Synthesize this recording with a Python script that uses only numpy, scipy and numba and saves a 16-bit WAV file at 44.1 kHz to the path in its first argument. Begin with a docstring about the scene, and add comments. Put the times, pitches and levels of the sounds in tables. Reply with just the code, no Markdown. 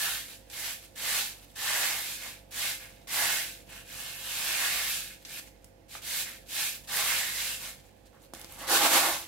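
"""A fridge-like motor hums in a quiet tiled room. From the start a hand sweeps raw rice around a woven
tray on the floor: at each push thousands of grain collisions tick, the heap hisses lower and the weave
drums under the load. Between pushes fingertips tap and furrows cave in. At 8.3 s the tray is lifted,
which frees its low modes, and then shaken four times. A phone with two microphones is close by."""
import sys
import numpy as np
from scipy import signal
from scipy.io import wavfile
from scipy.ndimage import map_coordinates
from numba import njit

SR = 44100
rng = np.random.default_rng(int(sys.argv[2]) if len(sys.argv) > 2 else 0)


def write(x):
    x = np.atleast_2d(x).T
    wavfile.write(sys.argv[1], SR, np.round(np.clip(x, -1, 1) * 32767).astype(np.int16))

N = 408807


def undb(db):
    """Amplitude ratio of a level in decibels."""
    return 10 ** (np.asarray(db) / 20)

def at_level(x, db):
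    """Normalisation to an rms level."""
    return x * undb(db) / np.sqrt(np.mean(x ** 2))

def waver(rate):
    """Slow random modulation: a spline on values 1 / rate s apart, with a spread near 1."""
    knots = rng.standard_normal(int(N / SR * rate) + 3)
    return map_coordinates(knots, [np.arange(0, N + 64, 64) * rate / SR], order=2).repeat(64)[:N]

def resonate(x, hz, *widths_hz):
    """Resonance: one second-order stage per bandwidth, in series, with unit gain at the centre."""
    for width in widths_hz:
        x = signal.lfilter(*signal.iirpeak(min(hz, .45 * SR), hz / width, fs=SR), x)
    return x

@njit
def glide(x, hz, q):
    """Time-varying resonance: a state-variable band-pass with unit gain at its moving centre."""
    y, band, low, damping = np.empty(len(x)), 0., 0., 1 / q
    for i in range(len(x)):
        g = np.tan(np.pi * hz[i] / SR)
        v = (band + g * (x[i] - low)) / (1 + g * (g + damping))
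        band, low, y[i] = 2 * v - band, low + 2 * g * v, damping * v
    return y

def level_at(spectrum, hz):
    """Interpolation of a spectrum on a logarithmic frequency axis."""
    f, db = np.transpose(spectrum)
    return np.interp(np.log(hz), np.log(f), db)

def collisions(rate, scatter_db, lag_samples):
    """Shot noise: impacts of random size, each reaching the two microphones with its own lag."""
    chance, size, place = rng.random((3, N), dtype=np.float32)
    at = np.flatnonzero(chance < rate / SR)
    strength = undb(-scatter_db * np.log(1 - size[at]))
    blow = np.where(at % 2, 1, -1) * strength / np.sqrt(rate[at])  # equal power at any rate
    lag = np.rint(lag_samples * (place[at] - place[at - 1]) / 2).astype(int)  # most land mid-tray
    return np.array([np.bincount(np.clip(at + side * lag, 0, N - 1), blow, N) for side in (1, -1)])


COHERENT_HZ = 850  # well below this both microphones hear nearly the same
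# Spectrum of the room tone: f/Hz, relative spectral level/dB
AIR_SPECTRUM = [(45, 0.5), (65, -5), (120, -7.5), (200, -9.5), (310, -6), (410, -20), (520, -7),
                (620, -15.5), (800, -12.5), (950, -48), (1500, -22), (3000, -26), (8000, -34), (15000, -36)]
def room_tone():
    """Diffuse noise in flickering third-octave bands, coherent between microphones only in the bass."""
    out, bass_swell_db = 0, 1.5 * waver(2.94)
    for hz in 50 * 2 ** np.arange(0, 8.4, 1 / 3):
        mid, side = resonate(rng.standard_normal((2, N), dtype=np.float32), hz, hz / 3, hz / 2)
        apart = np.clip(hz / COHERENT_HZ, 0, 1) ** 0.53
        db = level_at(AIR_SPECTRUM, hz) + 1.1 * waver(2.8) + (hz < 260) * bass_swell_db
        out = out + undb(db) * (mid + apart * side * np.array([[1], [-1]])) / np.sqrt(1 + apart ** 2)
    return at_level(out, -60) * undb([[-3], [3]])  # sits to the right


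# Motor partials: multiple of the shaft rate, relative level/dB
HARMONICS = [(1, -0.5), (2, -6.5), (3, -11), (4, -14), (5, -15.5), (6, -17), (7, -13), (10, -9.5),
             (11, -4.5), (12, -18), (14, -8), (17, -15)]
# Swelling and sinking of the hum: t/s, level/dB
HUM_ENVELOPE = [(0.0, -61.5), (1.88, -61.5), (2.5, -59.5), (4.98, -61), (5.29, -63.5), (7.59, -59),
                (7.98, -66), (8.62, -58), (9.27, -62.5)]
# Coming and going of a second low tone: t/s, level/dB
NEIGHBOUR_ENVELOPE = [(0, -56), (1, -97), (2, -68), (2.5, -89.5), (4.9, -65.5), (5.3, -104), (9.27, -74)]
def motor(shaft_hz=48.4, neighbour_hz=52.3):
    """Rotation gives a harmonic series; a neighbouring tone beats against its fundamental."""
    t = np.arange(N) / SR
    angle = 2 * np.pi * np.cumsum(shaft_hz * (1 + 0.00091 * waver(0.71))) / SR
    hum = np.zeros((2, N))
    for k, db in HARMONICS:
        phase = 2 * np.pi * rng.random() + 0.056 * k * np.array([[1], [-1]])
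        hum += undb(db + 0.5 * np.sqrt(k) * waver(3.7)) * np.sin(k * angle + phase)
    hum *= undb(np.interp(t, *np.transpose(HUM_ENVELOPE)))
    neighbour_gain = undb(np.interp(t, *np.transpose(NEIGHBOUR_ENVELOPE)))
    return np.sqrt(2) * (hum + neighbour_gain * np.sin(2 * np.pi * neighbour_hz * t))


def reverberation(x, t60_s=0.32, patterns=3, crossfade_s=.12):
    """Diffuse reflection off tiles and walls; as the hand moves, one echo pattern fades into the next."""
    t, out = np.arange(SR // 4) / SR, 0
    place = np.arange(N) / SR / crossfade_s % patterns
    for k in range(patterns):
        mid, side = rng.standard_normal((2, len(t))) * np.exp(-np.log(1000) * t / t60_s) * (t > .002)
        side = signal.lfilter(*signal.butter(1, COHERENT_HZ, "high", fs=SR), side)
        tail = np.array([mid + side, mid - side])
        away = np.minimum(np.abs(place - k), patterns - np.abs(place - k))
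        share = np.cos(np.pi / 2 * np.minimum(away, 1))
        out = out + signal.oaconvolve(x * share, tail / np.sqrt(np.sum(tail ** 2) / 2), axes=1)[:, :N]
    return undb(-4.5) * out


def drag(tick_db, hz=146):
    """Sliding friction of the loaded tray: a low rumble that grows with the level of the rice."""
    rumble = resonate(rng.standard_normal(N), hz, hz, 2 * hz)
    return undb(0.43 * (tick_db + 33)) * at_level(rumble, -61.5)


# Modes of the woven tray: f/Hz, bandwidth/Hz, relative level/dB
TRAY_MODES = [(244, 27, -19), (296, 27, -5.5), (330, 40, 1), (420, 140, -13), (578, 165, -2.5),
              (714, 180, 0), (838, 205, 0.5), (993, 252, -1.5), (1142, 260, -5), (1336, 240, -10)]
def weave(rate, lift_s=8.33, damping_db_per_octave=7):
    """Modal vibration under grain impacts; the floor damps the low modes until the tray is lifted."""
    load = collisions(rate / 4, scatter_db=1.2, lag_samples=11)
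    resting, out = np.arange(N) < lift_s * SR, 0
    for hz, width, db in TRAY_MODES:
        floor_db = resting * damping_db_per_octave * np.log2(hz / 1200)
        out = out + undb(db + 1.2 * waver(10) + floor_db) * resonate(load, hz, width, 2 * width)
    return at_level(out, -0.94)


# Fingertips landing, grains dropping, the rim creaking: t/s, level/dB, f/Hz, knock re crackle/dB, T60/s
TAP_EVENTS = [(0.5, -45, 5000, -18, .025), (0.96, -52, 5000, -22, .025), (1.560, -43, 4000, -25, 0.023),
              (3.072, -45, 2970, -20, 0.033), (5.250, -40, 3650, -28, 0.06), (5.644, -43, 8000, -12, 0.021),
              (5.952, -35.5, 960, -10, 0.038), (6.878, -58, 4000, -21, 0.02),
              (8.336, -35.5, 6500, 6, 0.024), (8.349, -38, 5000, -5, 0.013), (8.414, -37, 7000, -15, .014),
              (8.445, -35, 5500, -5, 0.012)]
def taps():
    """Impulsive excitation: a decaying crackle of band noise plus a knock into the tray modes."""
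    out, t = np.zeros((2, N)), np.arange(SR // 8) / SR
    knock = sum(undb(db) * resonate(np.exp(-t / 0.0012), hz, 0.55 * width) for hz, width, db in TRAY_MODES)
    knock /= np.abs(knock).max()
    for start, db, hz, knock_db, t60 in TAP_EVENTS:
        noise = resonate(rng.standard_normal((2, len(t))), hz, 1.3 * hz, 2.7 * hz)
        crackle = at_level(noise, 0) * np.exp(-np.log(1000) * t / t60)
        i = int(start * SR)
        out[:, i:i + len(t)] += undb(db) * (crackle + undb(knock_db) * knock)
    return out


def hollow(rate, hz):
    """Cavity resonance: the cupped hand and the furrow form a hollow whose pitch moves."""
    impacts = collisions(rate / 4, scatter_db=2.0, lag_samples=8)
    return np.array([glide(glide(channel, hz, q=4.5), hz, q=3.0) for channel in impacts])


# Resonances of the heap within the rim: f/Hz, bandwidth/Hz, relative level/dB
HEAP_FORMANTS = [(1744, 444, -2), (2160, 94, -2), (2520, 750, -4)]
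def heap(rate, hollow_hz):
    """Formant filtering: the rim and the hollow colour the hiss of the pushed heap."""
    shove = collisions(rate / 3, scatter_db=1.06, lag_samples=8)
    hiss = sum(undb(db + 1.2 * waver(14)) * resonate(shove, hz, width, 1.33 * width)
               for hz, width, db in HEAP_FORMANTS)
    return at_level(hiss + undb(-3) * hollow(rate, hollow_hz), -2.1)


# Spectrum of grain striking grain: f/Hz, relative spectral level/dB
TICK_SPECTRUM = [(3000, -1.5), (3600, 2), (4200, 0), (5200, -4), (6500, -5), (8000, 0), (10000, -7),
                 (12500, 0), (15000, -12)]
def ticks(rate):
    """Damped free vibration: grains of each size ring briefly at their own pitch."""
    out = 0
    for hz in 3000 * 2 ** np.arange(0, 2.4, 1 / 3):
        gain = undb(level_at(TICK_SPECTRUM, hz) + 1.2 * waver(30))
        impacts = collisions(rate / 3, scatter_db=1.7, lag_samples=6)
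        out = out + gain * resonate(impacts, hz, hz / 3, hz / 1.15)
    return at_level(out, 0.98)


# Pushes by the fingers, one for each turn of the hand:
# t/s, rise/s, 20 dB fall/s, tick level/dB, heap re ticks/dB, weave re ticks/dB, hollow f/Hz
HAND_STROKES = [ (-.06, 0.055, 0.28, -32.5, -1.5, -12, 1540), (0.495, .165, 0.1257, -37.5, -3.5, -14, 2330),
                (0.954, 0.18, 0.19, -32, -4, -10, 2190), (1.554, .19, 0.38, -31.5, -1.5, -8, 1860),
                (1.93, 0.15, 0.15, -38.5, -6.5, -15.5, 2200), (2.182, 0.058, .146, -43.5, -1, -9, 2170),
                (2.508, .152, .125, -33.5, -3, -12.5, 2130), (3.071, 0.16, 0.2958, -30, -2, -10, 1970),
                (3.661, 0.096, 0.1, -50.5, 2.5, -8, 2505), (3.846, .165, 0.41, -43, -2, -12, 2550),
                (4.189, 0.27, 0.1855, -34, -3.5, -12, 2670), (4.44, 0.16, 0.47, -32.5, 0, -10, 1900),
                (4.758, 0.14, 0.21, -35.5, -7.5, -18.5, 2280), (5.248, 0.15, 0.0051, -42.5, -2, -15, 2220),
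                (5.881, 0.084, 0.04, -46.5, -3.5, -15, 2100), (6.015, 0.18, 0.07, -33.5, -6.5, -17, 2270),
                (6.25, 0.017, 0.13, -46, 2, -8.5, 1810), (6.482, .13, 0.15, -33, -5, -16, 2300),
                (6.871, .12, 0.29, -31.5, -3, -9.5, 1920), (7.0, .14, 0.2536, -33, 0, -12, 2040),
                (7.274, .14, .223, -34.5, -3.5, -15.5, 2330),
                (7.588, 0.059, 0.1051, -41.5, -3.5, -9.5, 2120)]
# Furrows caving in by themselves: same columns
FURROW_SLIPS = [ (.26, 0.056, 0.075, -48.5, -5, -15, 2390), (.808, 0.037, .034, -54.5, -3.5, -18, 2300),
                (1.42, 0.02, 0.024, -56.5, -10.5, -22.5, 2150), (1.48, .03, .03, -61, -10, -17, 2300),
                (2.794, 0.011, 0.13, -52, 3.5, -6.5, 2150), (5.09, 0.024, 0.063, -52, 1, -15.5, 2040),
                (7.85, 0.034, 0.05, -69, 0, -10, 2300), (6.835, .012, 0.015, -54, -9, -27, 2150),
                (8.048, 0.019, .02, -63, -8, -15, 2040), (8.12, 0.032, 0.055, -69, 3, 5, 1850),
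                (8.19, 0.047, 0.044, -61.5, -12, -9, 2150)]
# Lifting, tilting and four shakes: same columns
LIFT_AND_SHAKES = [ (8.333, 0.014, 0.21, -54.5, -0.5, -3.5, 1970), (8.481, .018, 0.68, -54.5, -2, -7, 2100),
                   (8.576, 0.027, 0.15, -45.5, -2, -1.5, 1950), (8.669, .075, 0.085, -24.5, -4, -6, 1980),
                   (8.777, .078, .051, -24.5, -3.5, -4, 2140), (8.878, 0.079, 0.076, -23, -3.5, -5.5, 2030),
                   (8.991, 0.055, .17, -29.5, -4.5, -3.5, 2000)]
def pushes(onset=0.11, sink_in_s=0.0022, settle_s=0.079, settle_db=-20, climb_per_s=0.36):
    """Incoherent sources add in power: all pushes give three level curves and the hollow's pitch."""
    events = np.array(HAND_STROKES + FURROW_SLIPS + LIFT_AND_SHAKES)
    start, rise, fall, db, heap_db, weave_db, hz = events.T[:, :, None]
    t = np.arange(N * 1000 // SR + 2) / 1000
    since = t - start
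    arc = np.sin(np.pi / 2 * np.clip(since / rise, 0, 1)) ** 1.15
    swell = (onset + (1 - onset) * arc) * np.clip(since / sink_in_s, 0, 1)
    fade = undb(-20 * (np.maximum(since - rise, 0) / fall) ** 2.43)
    push = swell * fade
    decay = np.exp(-t[1] / settle_s)
    bursts = undb(2 * 4.5 * np.interp(t * SR, np.arange(N), waver(40)))

    def power(gain):
        """Exponential relaxation: grains roll on after each push, in uneven bursts."""
        moving = np.sum(gain ** 2, axis=0)
        rolling = signal.lfilter([1 - decay], [1, -decay], moving)
        return moving + undb(2 * settle_db) * bursts * rolling + 1e-10

    tick_power = power(push * undb(db))
    # exponents above 1: heap and weave are fullest at the peak of a push
    heap_power = power(swell ** 1.14 * fade ** 1.09 * undb(db + heap_db))
    weave_power = power(swell ** 1.16 * fade ** 1.53 * undb(db + weave_db))
    # the hollow lies higher in a weak push, climbs along it and wanders as the fingers shift
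    bend = 1 + 0.095 * (1 - push) + climb_per_s * (since - rise)
    hollow_hz = np.sqrt(power(push * undb(db) * hz * bend) / tick_power)
    hollow_hz *= 1 + 0.066 * np.interp(t * SR, np.arange(N), waver(12))
    levels = 10 * np.log10([tick_power, heap_power / tick_power, weave_power / tick_power])
    return [np.interp(np.arange(N) / SR, t, curve) for curve in (*levels, np.clip(hollow_hz, 1200, 3500))]


def rice(tick_db, heap_db, weave_db, hollow_hz):
    """Granular flow: the collision rate rises with level, from lone ticks to a dense swish."""
    rate = np.clip(4000 * undb(.6 * (tick_db + 49.5)), 250, 24000)
    gain = undb(tick_db + 0.55 * waver(25))
    return gain * (ticks(rate) + undb(heap_db) * heap(rate, hollow_hz) + undb(weave_db) * weave(rate))


def scene():
    """Superposition of rice, taps, their reverberation, the motor, the room tone and the drag."""
    tick_db, heap_db, weave_db, hollow_hz = pushes()
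    direct = rice(tick_db, heap_db, weave_db, hollow_hz) + taps()
    return direct + reverberation(direct) + motor() + room_tone() + drag(tick_db)


def record(dry, bass_hz=42, top_hz=15750):
    """Band limiting: the phone cuts the deepest bass and the top."""
    dry = dry * undb([[-1.01], [1.01]])  # the right microphone is more sensitive
    dry = signal.sosfilt(signal.butter(6, bass_hz, "high", fs=SR, output="sos"), dry)
    return signal.sosfilt(signal.ellip(10, .2, 80, top_hz, fs=SR, output="sos"), dry)


dry = scene()
out = record(dry)
write(out)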